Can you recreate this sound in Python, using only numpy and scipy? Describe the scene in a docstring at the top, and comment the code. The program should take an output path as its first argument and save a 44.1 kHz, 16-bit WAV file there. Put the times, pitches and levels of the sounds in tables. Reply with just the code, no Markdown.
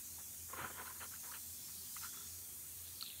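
"""From the start a bath bomb fizzes in a glass bowl of water, in a quiet room: filtered noise and a low hum.
Soon fingers stir the water. Random bursts ring in resonances to make short sloshes of bubbles, gliding sines
make single plops, and narrow bands of noise make air pockets sing, or the bowl's tone near 1 kHz ring on, for a
moment. At the end the hand lifts out, with a thin trickle of drips: more bursts and high plops. One microphone
hears it all; both channels carry the same sound."""
import sys
import numpy as np
from scipy import signal
from scipy.io import wavfile
from scipy.ndimage import uniform_filter1d

SR = 44100
rng = np.random.default_rng(int(sys.argv[2]) if len(sys.argv) > 2 else 0)


def bounce(signal):
    """Save signal as a 16-bit WAV file at the path given by the first command-line argument."""
    frames = np.transpose(np.atleast_2d(signal))
    limited = np.clip(frames, -1, 1)
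    pcm = np.round(limited * 32767).astype(np.int16)
    wavfile.write(sys.argv[1], SR, pcm)


N = 141120  # samples: 3.2 s

EVEN_HZ = 9000  # around here and above, the hiss becomes less patchy
BURSTS_PER_S, BURST_SPREAD_DB = 2000, 2.5
SKIRT = 1.6  # width of the second resonance, as a multiple of the first


def amp(db):
    """Turn decibels into a plain factor."""
    return 10 ** (np.asarray(db) / 20)


def evened(x):
    """Scale a sound to an average (RMS) strength of 1."""
    return x / np.sqrt(np.mean(x ** 2) + 1e-20)


def read(points, hz):
    """Read a curve between its points, on a logarithmic pitch scale."""
    f, value = np.transpose(points)
    return np.interp(np.log(hz + 1), np.log(f + 1), value)


def add(mix, start_s, sound):
    """Mix a sound in at its start time, cut off at the end of the mix."""
    part = mix[round(start_s * SR):][:len(sound)]
    part += sound[:len(part)]


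def resonate(x, hz, width):
    """A resonance of gain 1 that may follow a pitch curve: shift down to 0 Hz, smooth, shift back."""
    turn = np.exp(2j * np.pi * np.cumsum(hz * np.ones(len(x))) / SR)
    r = np.exp(-np.pi * width / SR)
    smoothed = signal.lfilter([1 - r], [1, -r], x / turn)
    return 2 * (turn * smoothed).real


def noise(field_db, patchy_db):
    """Random short spectra, shaped over pitch and time, with small patches that even out in the treble."""
    hz = np.fft.rfftfreq(1024, 1 / SR)[:, None]
    t = np.arange(N // 256 + 5) * 256 / SR
    a, b, patches = rng.standard_normal((len(t), 513, 3)).T
    patches = uniform_filter1d(patches, size=5, axis=0)  # blur over pitch
    patches = evened(uniform_filter1d(patches, size=12, axis=1))  # blur over time
    patches_db = patchy_db * patches / (1 + (hz / EVEN_HZ) ** 2)
    spectra = (a + 1j * b) * amp(field_db(hz, t) + patches_db)
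    return signal.istft(spectra, nperseg=1024, noverlap=768)[1][:N]


def clicks(per_s, spread_db):
    """Random bubble bursts of either sign; a few are large."""
    extra_db = spread_db * np.minimum(rng.exponential(1, N), 4)
    size = amp(extra_db) * rng.standard_normal(N)
    return size * (rng.random(N) < per_s / SR)


def ring(modes, strength):
    """Bubble bursts that follow a strength curve ring several resonances, each with its own bursts."""
    out = 0
    for hz, width, db in modes:
        bursts = strength * evened(clicks(BURSTS_PER_S, BURST_SPREAD_DB))
        tone = resonate(resonate(bursts, hz, width), hz, SKIRT * width)
        power = np.pi * width * SKIRT / (1 + SKIRT) / SR  # share of noise power that passes
        out = out + amp(db) * tone / np.sqrt(power)
    return out / np.linalg.norm(amp(np.transpose(modes)[2]))


# tone colour of the quiet room: f/Hz, relative level/dB per Hz
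ROOM_COLOUR = [(25, -22), (53, -12), (82, -2), (114, -5.5), (243, -9.5), (331, -15), (372, -10),
               (452, -19.5), (2600, -17)]
ROOM_DB = -66.5
# hum of the room: f/Hz, width/Hz, level/dB, steady share (0-1)
ROOM_HUM = [(85, 8, -67, .6), (240, 2, -76, .9)]


def room():
    """Low room noise, with a hum that mixes steady sines and wavering narrow bands of noise."""
    hum = 0
    for hz, width, db, steady in ROOM_HUM:
        waver = resonate(rng.standard_normal(N), hz, width)
        waver = evened(resonate(waver, hz, 2.3 * width))
        tone = evened(np.sin(2 * np.pi * (hz * np.arange(N) / SR + rng.random())))
        hum = hum + amp(db) * (steady * tone + np.sqrt(1 - steady ** 2) * waver)

    def field_db(hz, t):
        return read(ROOM_COLOUR, hz) - 40 * (hz > 2600)

    return hum + amp(ROOM_DB) * evened(noise(field_db, patchy_db=1.4))


COARSE_HZ, COARSE_OCT = 4730, .33  # centre and width of the coarse bubbles, Hz and octaves
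MEDIUM_HZ, MEDIUM_OCT = 6220, .25  # the same for medium bubbles
# tone colour of the fizz: f/Hz, relative level/dB per Hz
FIZZ_COLOUR = [(1800, -25), (2080, -26.5), (2800, -11), (3140, -11), (3400, -7.5), (3680, -9.5), (4650, -6),
               (5040, -7.5), (6650, 2), (7470, 0), (8470, 2), (9270, 3), (10200, -1), (11400, 1.5),
               (15300, 1)]
# course of the fizz: t/s, level/dB, extra level/dB of coarse bubbles, extra level/dB of medium ones
FIZZ_COURSE = [(0, -49, 1.5, 0.5), (.25, -49.5, 0.5, 2.5), (.5, -49, -3, 3.5), (.62, -50.5, -1.5, 1.5),
               (.95, -48.5, 3, -3), (1.05, -49, 1, 2), (1.35, -47.5, 1, -0.5), (1.6, -49, 4, -0.5),
               (1.93, -47.5, 4, -2), (2.04, -46.5, 5, 1), (2.12, -49, 3.5, 2), (2.35, -49.5, 5, 0.5),
               (2.5, -48.5, -2, 0), (2.8, -49, 0.5, -1), (3.0, -49.5, 4.5, -3), (3.2, -50, -6, -2)]


def fizz():
    """Countless tiny bubbles merge into a hiss; the coarser ones come and go."""
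    s, level_db, coarse_db, medium_db = np.transpose(FIZZ_COURSE)

    def bump(hz, centre_hz, octaves):
        return np.exp(-.5 * (np.log2((hz + 1) / centre_hz) / octaves) ** 2)

    def field_db(hz, t):
        colour = read(FIZZ_COLOUR, hz) - 40 * (hz < 1800)
        coarse = bump(hz, COARSE_HZ, COARSE_OCT) * np.interp(t, s, coarse_db)
        medium = bump(hz, MEDIUM_HZ, MEDIUM_OCT) * np.interp(t, s, medium_db)
        return colour + coarse + medium

    level = amp(np.interp(np.arange(N) / SR, s, level_db))
    return level * evened(noise(field_db, patchy_db=3.0))


SING_WIDTH = .045  # width of the resonance, as a share of the starting pitch
# narrow tones that sing for a moment, from air pockets and from the bowl ringing on near 1 kHz: t/s, length/s,
# level/dB, f/Hz at the start, f/Hz at the end
SINGING_TONES = [(0.711, 0.11, -65.5, 3050, 3300), (1.238, 0.09, -64.5, 950, 980),
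                 (0.532, 0.15, -58, 1056, 1030), (0.757, 0.15, -61, 980, 1022),
                 (2.047, 0.052, -63.5, 1340, 1460), (2.063, 0.22, -64.5, 3390, 3500),
                 (2.118, 0.16, -72.5, 381, 399), (2.469, 0.081, -74, 360, 390),
                 (2.971, 0.078, -62, 4470, 4440)]


def singing():
    """An air pocket sings, or the bowl's tone rings on: noise in one narrow, gliding resonance swells and
    fades."""
    out = np.zeros(N)
    for start, length, db, hz, end_hz in SINGING_TONES:
        u = np.arange(0, length, 1 / SR) / length
        pitch = hz + (end_hz - hz) * u
        air = rng.standard_normal(len(u))
        tone = resonate(air, pitch, SING_WIDTH * hz)
        tone = resonate(tone, pitch, 5.1 * SING_WIDTH * hz)
        add(out, start, amp(db) * np.sin(np.pi * u) ** 0.28 * evened(tone))
    return out


# resonances of the small drips: f/Hz, width/Hz, relative level/dB
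DRIP_TONES = [(4200, 470, 3), (3740, 600, 5), (3380, 540, 2.5), (2690, 360, -5)]
# trickle off the fingers: t/s, level/dB
TRICKLE_COURSE = [(2.76, -80), (2.87, -62.5), (2.95, -73), (3.0, -71), (3.04, -60), (3.06, -51),
                  (3.1, -57.5), (3.15, -64.5), (3.2, -61)]


def trickle():
    """Small drips run off the lifted fingers: random bursts ring a few high resonances."""
    s, db = np.transpose(TRICKLE_COURSE)
    t = np.arange(N) / SR
    strength = (t > s[0]) * amp(np.interp(t, s, db))
    return ring(DRIP_TONES, strength)


CYCLES_AT_1K, CYCLES_POWER = 6.8, 0.075  # smaller bubbles ring for more cycles
GLIDE = 0.0067  # pitch rise per unit of u, as a share of the pitch
SNAP_S, SNAP_HZ, SNAP_WIDTH_HZ, SNAP_DB = 0.00084, 2050, 2400, -23  # SNAP_DB is relative to the bubble
# single bubbles and drips: t/s, peak level/dB (roughly), f/Hz
SINGLE_BUBBLES = [(0.183, -57.5, 905), (0.533, -40.5, 1035), (0.531, -54, 520), (0.586, -52, 353),
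                  (0.589, -44.5, 950), (0.605, -47, 1290), (0.609, -52, 130), (0.645, -35.5, 1410),
                  (0.706, -57, 422), (0.788, -53.5, 1350), (0.809, -48, 986), (0.877, -44, 1440),
                  (0.906, -50, 1006), (1.03, -50, 1120), (1.138, -47.5, 1560), (1.314, -50, 1250),
                  (1.316, -51, 4300), (1.338, -49, 1690), (1.339, -49, 3080), (1.965, -47, 1250),
                  (1.965, -48.5, 2050), (2.034, -47.5, 1380), (2.045, -43.5, 1360), (2.172, -53.5, 1330),
                  (2.208, -54, 1380), (3.0097, -35.5, 4070), (3.013, -46, 3020), (3.025, -48, 1310),
                  (3.0257, -31.5, 4310), (3.05, -52, 4100), (3.0622, -42.5, 4050), (3.08, -49, 4000),
                  (3.102, -47, 2920), (3.121, -49, 3860), (3.129, -53.5, 2600)]


def bubbles():
    """Each bubble snaps and rings as a sine that rises a little in pitch and dies in a few cycles."""
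    out = np.zeros(N)
    t = np.arange(300) / SR
    snap_shape = t / SNAP_S * np.exp(1 - t / SNAP_S)
    for s, db, hz in SINGLE_BUBBLES:
        cycles = CYCLES_AT_1K * (hz / 1000) ** CYCLES_POWER
        u = np.arange(0, 3.0 * cycles / hz, 1 / SR) * hz / cycles  # time, 0 to 3
        shape = 3.05 * u * np.exp(1 - 2.85 * u)
        turns = cycles * (u * (1 - GLIDE / 2) + GLIDE * u ** 2 / 2)
        add(out, s, amp(db) * shape * np.sin(2 * np.pi * turns))
        snap = resonate(rng.standard_normal(300), SNAP_HZ, SNAP_WIDTH_HZ)
        snap = evened(resonate(snap, SNAP_HZ, SNAP_WIDTH_HZ))
        add(out, s, amp(db + SNAP_DB) * snap * snap_shape)
    return out


PEAK_AT = 0.33  # share of its length after which a slosh is loudest
SOFT = 1.1  # roundness of a slosh
# resonances of the bowl: f/Hz, width/Hz, relative level/dB
BOWL_TONES = [(923, 110, -1), (1029, 110, 3), (1197, 210, 4), (1329, 160, 4), (1430, 190, 6.5),
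              (1680, 200, 4), (1950, 700, 4.5)]
# resonances of the low push: f/Hz, width/Hz, relative level/dB
PUSH_TONES = [(206, 130, -9), (345, 77, -4.5), (420, 44, -4), (531, 63, -4.5), (720, 360, -1)]
# resonances of the bright spray: f/Hz, width/Hz, relative level/dB
SPRAY_TONES = [(2647, 580, 13.5), (3060, 440, 15), (4120, 150, 12)]
# finger strokes: t/s, length/s, level/dB, low push/dB and bright spray/dB relative to that level
STROKES = [(0.178, 0.047, -65.5, -6, -31), (0.483, 0.069, -62.5, -6, -20), (0.523, 0.058, -57.5, -5, -8.5),
           (0.56, 0.15, -47.5, -6.5, -13), (0.696, 0.023, -55, -3, -28), (0.704, 0.15, -60.5, -6.5, -25),
           (0.774, 0.083, -53.5, -6, -17), (0.846, 0.067, -58.5, -8, -5), (0.893, 0.045, -58, -10, -21),
           (0.941, 0.064, -63.5, -10.5, -20), (0.997, 0.079, -53, -9.5, -7), (1.109, 0.075, -62, -14, -7.5),
           (1.226, 0.089, -60, -8.5, -17), (1.316, 0.013, -54.5, -12.5, -13), (1.33, 0.059, -57, -14, -1.5),
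           (1.679, 0.041, -64.5, -23, -21), (1.954, 0.036, -60, -28, -0.5),
           (2.007, 0.085, -57.5, -31, -5.5), (2.126, 0.043, -61, -19, -15), (2.16, 0.13, -68, -35, -16)]


def sloshes():
    """Each stroke of the fingers swells and fades; its bubble bursts ring bowl, low push and spray."""
    body, low, high = np.zeros((3, N))
    bend = np.log(.5) / np.log(PEAK_AT)  # moves the top of the swell to PEAK_AT
    for start, length, db, push_db, spray_db in STROKES:
        u = np.arange(0, length, 1 / SR) / length
        swell = amp(db) * np.sin(np.pi * u ** bend) ** SOFT
        add(body, start, swell)
        add(low, start, swell * amp(push_db))
        add(high, start, swell * amp(spray_db))
    return ring(BOWL_TONES, body) + ring(PUSH_TONES, low) + ring(SPRAY_TONES, high)


ECHO_DB, ECHO_T60_S = -13, .07  # level, and seconds to fade by 60 dB


def echo(water):
    """A short echo: the sound smeared by noise that starts 100 samples late and dies away."""
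    tail = np.zeros(4000)
    fade = amp(-60 * np.arange(3900) / SR / ECHO_T60_S)
    tail[100:] = rng.standard_normal(3900) * fade
    return amp(ECHO_DB) * signal.oaconvolve(water, tail / np.linalg.norm(tail))[:N]


def scene():
    """Mix the water and its echo with the fizz and the room, the same in both channels."""
    water = sloshes() + bubbles() + trickle() + singing()
    mono = water + echo(water) + fizz() + room()
    return np.array([mono, mono])


EDGE_HZ = 15720  # upper limit of the sound


def record(dry):
    """The microphone drops the deepest bass, below 40 Hz; then a steep filter cuts the top."""
    bass_cut = signal.butter(2, 40 * 2 / SR, "high", output="sos")
    thin = signal.sosfilt(bass_cut, dry)
    top_cut = signal.firwin(1023, EDGE_HZ, window=("kaiser", 10), fs=SR)
    return signal.oaconvolve(thin, top_cut[None], "same")


dry = scene()
out = record(dry)
bounce(out)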